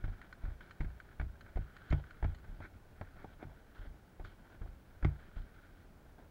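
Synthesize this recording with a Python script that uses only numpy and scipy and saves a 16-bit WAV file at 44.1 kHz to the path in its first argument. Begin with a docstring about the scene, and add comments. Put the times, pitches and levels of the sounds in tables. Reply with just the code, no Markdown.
"""Low footfall thuds with rubble cracks, thin ticks and cloth rustle, over a low air rumble and microphone hiss.
A runner crosses a rubble-strewn concrete corridor, slows and stops, with a camera in a closed case on the body.
Thuds are decaying low modes jolted by heel and toe; cracks and ticks of loose gear are short noise bursts.
Rustle and drags are friction grains mixed with smooth noise. Bursts and friction pass through the resonances
of the case; rumble and hiss are shaped noise."""
import sys
import numpy as np
from scipy import signal
from scipy.fft import rfft, irfft
from scipy.io import wavfile
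from scipy.ndimage import uniform_filter1d

SR = 44100
rng = np.random.default_rng(int(sys.argv[2]) if len(sys.argv) > 2 else 0)


def master_out(mix):
    """Clip the mix to full scale and print it as 16-bit PCM to the path in sys.argv[1]."""
    frames = np.transpose(np.atleast_2d(mix))
    ceiling = np.clip(frames, -1, 1)
    pcm = np.round(ceiling * 32767).astype(np.int16)
    wavfile.write(sys.argv[1], SR, pcm)


N = 278182


def gain_of(db):
    """Amplitude factor of a level in dB."""
    return 10 ** (np.asarray(db) / 20)


def evened(x):
    """Scale to rms 1."""
    return x / np.sqrt(np.mean(x ** 2) + 1e-20)


def follow(s, values):
    """Straight lines through (time in seconds, value) points, one value per sample."""
    return np.interp(np.arange(N) / SR, s, values)


def add(mix, start_s, sound):
    """Mix a sound in place, cut off at the end of the scene."""
    part = mix[max(round(start_s * SR), 0):][:len(sound)]
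    part += sound[:len(part)]


def coloured(points):
    """Noise of rms 1 with the given spectrum, interpolated in dB over log frequency."""
    point_hz, point_db = np.transpose(points)
    hz = np.fft.rfftfreq(N, 1 / SR)
    spectrum_db = np.interp(np.log(hz + 1), np.log(point_hz + 1), point_db)
    white = rng.standard_normal(N)
    return evened(irfft(rfft(white) * gain_of(spectrum_db), N))


def smooth_noise(width):
    """Slow random curve of rms 1: noise averaged twice over width samples."""
    return evened(uniform_filter1d(uniform_filter1d(rng.standard_normal(N), width), width))


def resonate(x, peaks):
    """A sum of steep fixed resonances, scaled so that white noise keeps its rms."""
    t = np.arange(1024) / SR
    ring = np.zeros(len(t))
    for hz, width_hz, db in peaks:
        envelope = t * np.exp(-np.pi * width_hz * t)
        ring += gain_of(db) * width_hz ** 1.5 * envelope * np.sin(2 * np.pi * hz * t)
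    return signal.oaconvolve(x, ring / np.linalg.norm(ring))[:len(x)]


def through_case(drive, level_db, dull_db, upper_db, top_db, top_peaks):
    """One excitation reaches the microphone by four groups of resonances."""
    # Resonances, the first group being air in the case. Each row: centre in Hz, width in Hz, weight in dB.
    air_peaks = [(1506, 305, 0), (1658, 675, -0.5)]
    dull_peaks = [(374, 430, 4), (623, 322, 0), (762, 377, -1.5)]
    upper_peaks = [(1915, 600, -2), (2140, 320, -5), (2620, 1350, -11.5)]
    groups = [(air_peaks, level_db), (dull_peaks, dull_db), (upper_peaks, upper_db), (top_peaks, top_db)]
    return sum(gain_of(db) * resonate(drive, peaks) for peaks, db in groups)


def background():
    """A lumpy rumble that follows the motion, and steady hiss."""
    # Rumble level of motion and air. Each row: time in seconds, level in dB.
    sway = [(0.0, -51.5), (0.2, -59), (2.1, -59), (2.32, -55), (3.03, -58), (3.45, -56), (3.6, -60.5),
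            (5.2, -60), (5.47, -59.5), (5.81, -60.5), (6.3, -59.5)]
    # Spectra of rumble and hiss. Each row: frequency in Hz, relative density in dB.
    rumble_spectrum = [(8.8, -25), (15, 6), (91, 1.5), (118, -4), (237, -12), (368, -28), (400, -39),
                       (520, -57), (880, -120)]
    hiss_spectrum = [(88, -39), (150, -1), (586, -8.5), (659, -10), (1090, -15.5), (1460, -16.5),
                     (2840, -24), (3190, -25), (7970, -32.5), (14900, -32), (15800, -23.5)]
    hiss_db, lump_db = -66, 0.82
    level_db = follow(*np.transpose(sway)) + lump_db * smooth_noise(2500)
    rumble = gain_of(level_db) * coloured(rumble_spectrum)
    return rumble + gain_of(hiss_db) * coloured(hiss_spectrum)


def effort():
    """Levels in dB of the four resonance groups: cloth plus drags that set in, swell or fade, and stop."""
    # Background rustle of cloth. Each row: time in seconds, level in dB.
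    cloth = [(0, -68), (0.35, -71), (0.9, -71), (1.12, -71.5), (1.35, -73.5), (2.1, -67), (2.8, -75.5),
             (3.6, -70), (4.05, -74.5), (4.8, -73), (5.45, -68.5), (5.9, -75), (6.3, -75)]
    # Drags of sole and cloth. Each row: start in seconds, length in seconds, level in dB,
    # swell along the drag in dB, then dull, upper and bright parts in dB over the level.
    scuffs = [(0.03, 0.25, -63, -7.5, -0.5, -13, -12.5), (0.43, 0.079, -57, -7, 0.5, -9, -15.5),
              (0.6, 0.1, -64.5, -2, -2, -7, -9.5), (0.8, .1, -62, -15, 7.5, -5, -10),
              (1.2, 0.061, -65, -3.5, 4, -11, -13.5), (1.46, 0.032, -65.5, 1, -1, -9, -14),
              (1.58, 0.37, -70.5, 9, -7, -18, -12), (1.919, 0.095, -59, -11.5, 6.5, -15, -9),
              (2.24, 0.14, -65.5, -13.5, 4.5, -10, -9.5), (2.43, .13, -68, -3.5, 2, -9, -13),
              (2.605, 0.053, -58, 5, -5.5, -8, -18.5), (2.73, 0.042, -64, -11, -1, -8, -15),
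              (2.95, 0.19, -69.5, 0, -15, -22, -15), (3.151, 0.081, -68, 6, -0.5, -8, -16),
              (3.26, 0.077, -69.5, 3, -1, -14, -9.5), (3.391, 0.048, -62.5, 1, 5, -7, -31),
              (3.46, .08, -72, -4, 11.5, -9, -15), (3.74, 0.134, -66, 4, -4, -22, -10.5),
              (4.239, 0.097, -59.5, -11.5, -2, -6, -5.5), (4.44, .12, -67, -1.5, 0, -13, -11),
              (4.61, 0.095, -69.5, -3.5, 4, -9, -11), (5.05, 0.11, -60, -8.5, 4.5, -11, -15.5),
              (5.189, 0.092, -64, -6, -3, -15, -12.5), (5.354, 0.1, -57, -14, -1, -10, -9.5),
              (5.53, .3, -70, -2, -9, -8, -11), (6.17, 0.056, -69.5, -1, 8.5, -11, -15)]
    dull_db = -70.5
    upper_over_cloth_db, bright_over_cloth_db = -12.5, -13
    rise_s, fall_db_per_s = 0.011, 702

    t = np.arange(N) / SR
    cloth_db = follow(*np.transpose(cloth))
    cloth_levels_db = [cloth_db, dull_db + 0 * t, cloth_db + upper_over_cloth_db, cloth_db + bright_over_cloth_db]
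    power = gain_of(cloth_levels_db) ** 2
    for start_s, length_s, db, swell_db, *over_db in scuffs:
        fall_db = fall_db_per_s * np.maximum(t - start_s - length_s, 0)
        swelled_db = db + swell_db * np.clip((t - start_s) / length_s, 0, 1)
        shape = np.clip((t - start_s) / rise_s, 0, 1) * gain_of(swelled_db - fall_db)
        power = power + (gain_of([0, *over_db])[:, None] * shape) ** 2
    return 10 * np.log10(power)


def rustle():
    """Clumped grains of friction mixed with a smooth, slightly stronger scrape, heard through the case."""
    # Thin walls under rubbing. Each row: centre in Hz, width in Hz, weight in dB.
    bright_peaks = [(3145, 790, 17), (3660, 1200, 9)]
    grains_per_s, scrape_gain, clump_db = 700, 1.11, 2.04
    size = gain_of(1.4 * np.minimum(rng.exponential(1, N), 4))
    present = rng.random(N) < grains_per_s / SR
    grains = size * present * rng.choice([-1, 1], N)
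    friction = evened(grains) + scrape_gain * rng.standard_normal(N)
    drive = evened(friction * gain_of(clump_db * smooth_noise(500)))
    return through_case(drive, *effort(), bright_peaks)


def taps():
    """Rubble cracks and gear ticks: a sharp tick and a short spray of noise, with a faint tail from the walls."""
    # Cracks of rubble under the sole. Each row: start in seconds, level in dB,
    # dull part in dB over the level, upper part in dB over the level, spray t60 in seconds.
    cracks = [(0.0395, -53, 3.5, -7, 0.038), (0.0785, -60, 5.5, -6, .074), (0.8064, -44.5, 1.5, -4, 0.037),
              (0.846, -52.5, -7, -8, 0.042), (1.1976, -43, -1, -7, 0.03), (1.2134, -53, 11.5, 8, 0.011),
              (1.5575, -53.5, 4.5, -10, 0.059), (1.5717, -55, 13.5, 2, 0.045), (1.9108, -49, -2, -2, 0.054),
              (1.9248, -39, 6, -2.5, 0.039), (2.2265, -43, 5.5, -36, 0.023),
              (2.2431, -44.5, 5.5, -6, 0.047), (2.604, -56, 13.5, -4, 0.028),
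              (3.0121, -45.5, 10, -11, 0.022), (3.244, -55, 13.5, -22, 0.035),
              (3.4276, -58, 15, 0.5, 0.032), (3.8493, -61.5, 5, -20, .065), (4.197, -61.5, 11.5, -5, 0.095),
              (4.6164, -59, 8.5, -16, 0.055), (4.6592, -67.5, 13, -11, .03), (5.026, -47, 2.5, -13, 0.049),
              (5.0474, -37, 6, 2.5, 0.015), (5.3649, -59, 2.5, -11, .061)]
    # Thin ticks of loose gear. Each row: start in seconds, level in dB, bright part in dB over the level.
    ticks = [(0.2152, -47.5, -20), (0.3267, -45.5, -15.5), (0.607, -47, -21.5), (0.7092, -44.5, -15.5),
             (0.9024, -58, -17), (1.001, -47.5, -17.5), (1.0893, -56.5, -24), (1.114, -56, -22),
             (1.3536, -62, -21), (1.4092, -47.5, -14.5), (1.4632, -55.5, -28), (1.696, -62, -27),
             (1.7657, -47.5, -15), (1.9032, -55, -1), (2.0395, -53, -23), (2.107, -48.5, -17.5),
             (2.145, -58, -21), (2.3473, -53, -7), (2.385, -61, -7.5), (2.448, -59, -25),
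             (4.2477, -48, -16), (5.2052, -58, -29)]
    # Thin walls under a sharp tick. Each row: centre in Hz, width in Hz, weight in dB.
    snap_peaks = [(3010, 220, -2.5), (4160, 560, 0), (6800, 840, -10)]
    crack_bright_db = -25.5  # over the level
    tick_dull_db, tick_upper_db, tick_t60_s = -30, -17, 0.024
    bite_s = 0.00073  # the spray takes this long to set in
    tail_db, tail_t60_s = -16, 0.12

    out, t = np.zeros(N), np.arange(SR // 5) / SR
    rows = [(s, db, dull_db, upper_db, crack_bright_db, t60_s) for s, db, dull_db, upper_db, t60_s in cracks]
    rows += [(s, db, tick_dull_db, tick_upper_db, bright_db, tick_t60_s) for s, db, bright_db in ticks]
    bite = np.minimum(t / bite_s, 1)
    tail = gain_of(tail_db - 60 * t / tail_t60_s)
    for start_s, db, *over_db, t60_s in rows:
        spray = gain_of(-60 * t / max(t60_s, 0.005))
        drive = rng.standard_normal(len(t)) * bite * (spray + tail)
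        drive[0] -= 5  # the sharp tick
        add(out, start_s, gain_of(db) * through_case(drive, 0, *over_db, snap_peaks))
    return out


def jolts():
    """Heel and toe jolt the low modes: each dips in pressure at the same instant, swings back and dies away."""
    # Jolts of heel and toe. Each row: deepest push in seconds,
    # then levels in dB of the heave, mount, strap and knock modes.
    jolt_rows = [(0.043, -30.5, -37.5, -39.5, -45.5), (0.083, -30, -48, -42, -50),
                 (0.442, -30, -44, -45.5, -48.5), (0.486, -33, -35.5, -50, -56),
                 (0.8074, -29, -31, -48, -37.5), (0.8466, -30.5, -44, -40.5, -43.5),
                 (0.872, -58, -40.5, -64, -58), (1.201, -33, -28.5, -59, -42.5),
                 (1.2314, -65, -59, -43.5, -50), (1.268, -40.5, -43, -47.5, -53),
                 (1.562, -28, -31, -59, -51), (1.592, -49, -55, -40, -45), (1.911, -24, -26, -43.5, -41.5),
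                 (1.931, -46, -39, -30.5, -29.5), (2.232, -26, -30, -43, -46),
                 (2.2497, -52, -42, -30.5, -37.5), (2.297, -34, -48, -46, -67),
                 (2.4922, -38, -67, -63, -60), (2.526, -44, -63, -66, -56), (2.604, -60, -69, -47, -55),
                 (3.012, -60, -60, -46.5, -64), (3.2453, -59, -65, -51.5, -73),
                 (3.4538, -44.5, -66, -49.5, -48), (3.796, -39, -62, -50, -61),
                 (3.874, -43, -41.5, -63, -56.5), (4.203, -38.5, -45.5, -63.5, -58),
                 (4.24, -42.5, -77, -50, -74), (4.617, -37, -41, -45.5, -54.5),
                 (4.6895, -42, -44, -59.5, -63), (5.033, -26, -33.5, -48, -52),
                 (5.053, -53, -24.5, -27.5, -28), (5.3699, -33.5, -43.5, -50, -56),
                 (5.402, -44, -52, -58, -58)]
    # Modes; heave is the body bouncing. Each row: nominal frequency in Hz, dB over the jolt's level, t60 in seconds.
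    heave = [(35.9, 2.5, 0.19)]
    mount = [(62.26, -2.5, 0.33)]
    strap = [(89.6, 5, 0.19)]
    knock = [(142, 1.5, 0.22), (208, 4.5, 0.02), (302, -9.5, 0.092)]
    lead_s, detune_spread = 0.02, 0.014

    out = np.zeros(N)
    t = np.arange(SR // 2) / SR - lead_s
    for push_s, *levels_db in jolt_rows:
        for modes, level_db in zip([heave, mount, strap, knock], levels_db):
            for hz, db, t60_s in modes:
                detuned_hz = hz * (1 + detune_spread * rng.standard_normal())
                # builds up over most of a cycle
                rise = np.sin(np.pi / 2 * np.clip((t * hz + 0.4) / 0.8, 0, 1)) ** 2
                decay = gain_of(db + level_db - 60 * t / t60_s)
                add(out, push_s - lead_s, -decay * rise * np.cos(2 * np.pi * detuned_hz * t))
    return out


def scene():
    """Sum of all layers, one channel."""
    return (background() + rustle() + taps() + jolts())[None]


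def record(dry):
    """The band limit: a steep low-pass."""
    edge_hz = 15780
    lowpass = signal.firwin(1023, edge_hz, window=("kaiser", 9), fs=SR)
    return signal.oaconvolve(dry, lowpass[None], "same")


dry = scene()
out = record(dry)
master_out(out)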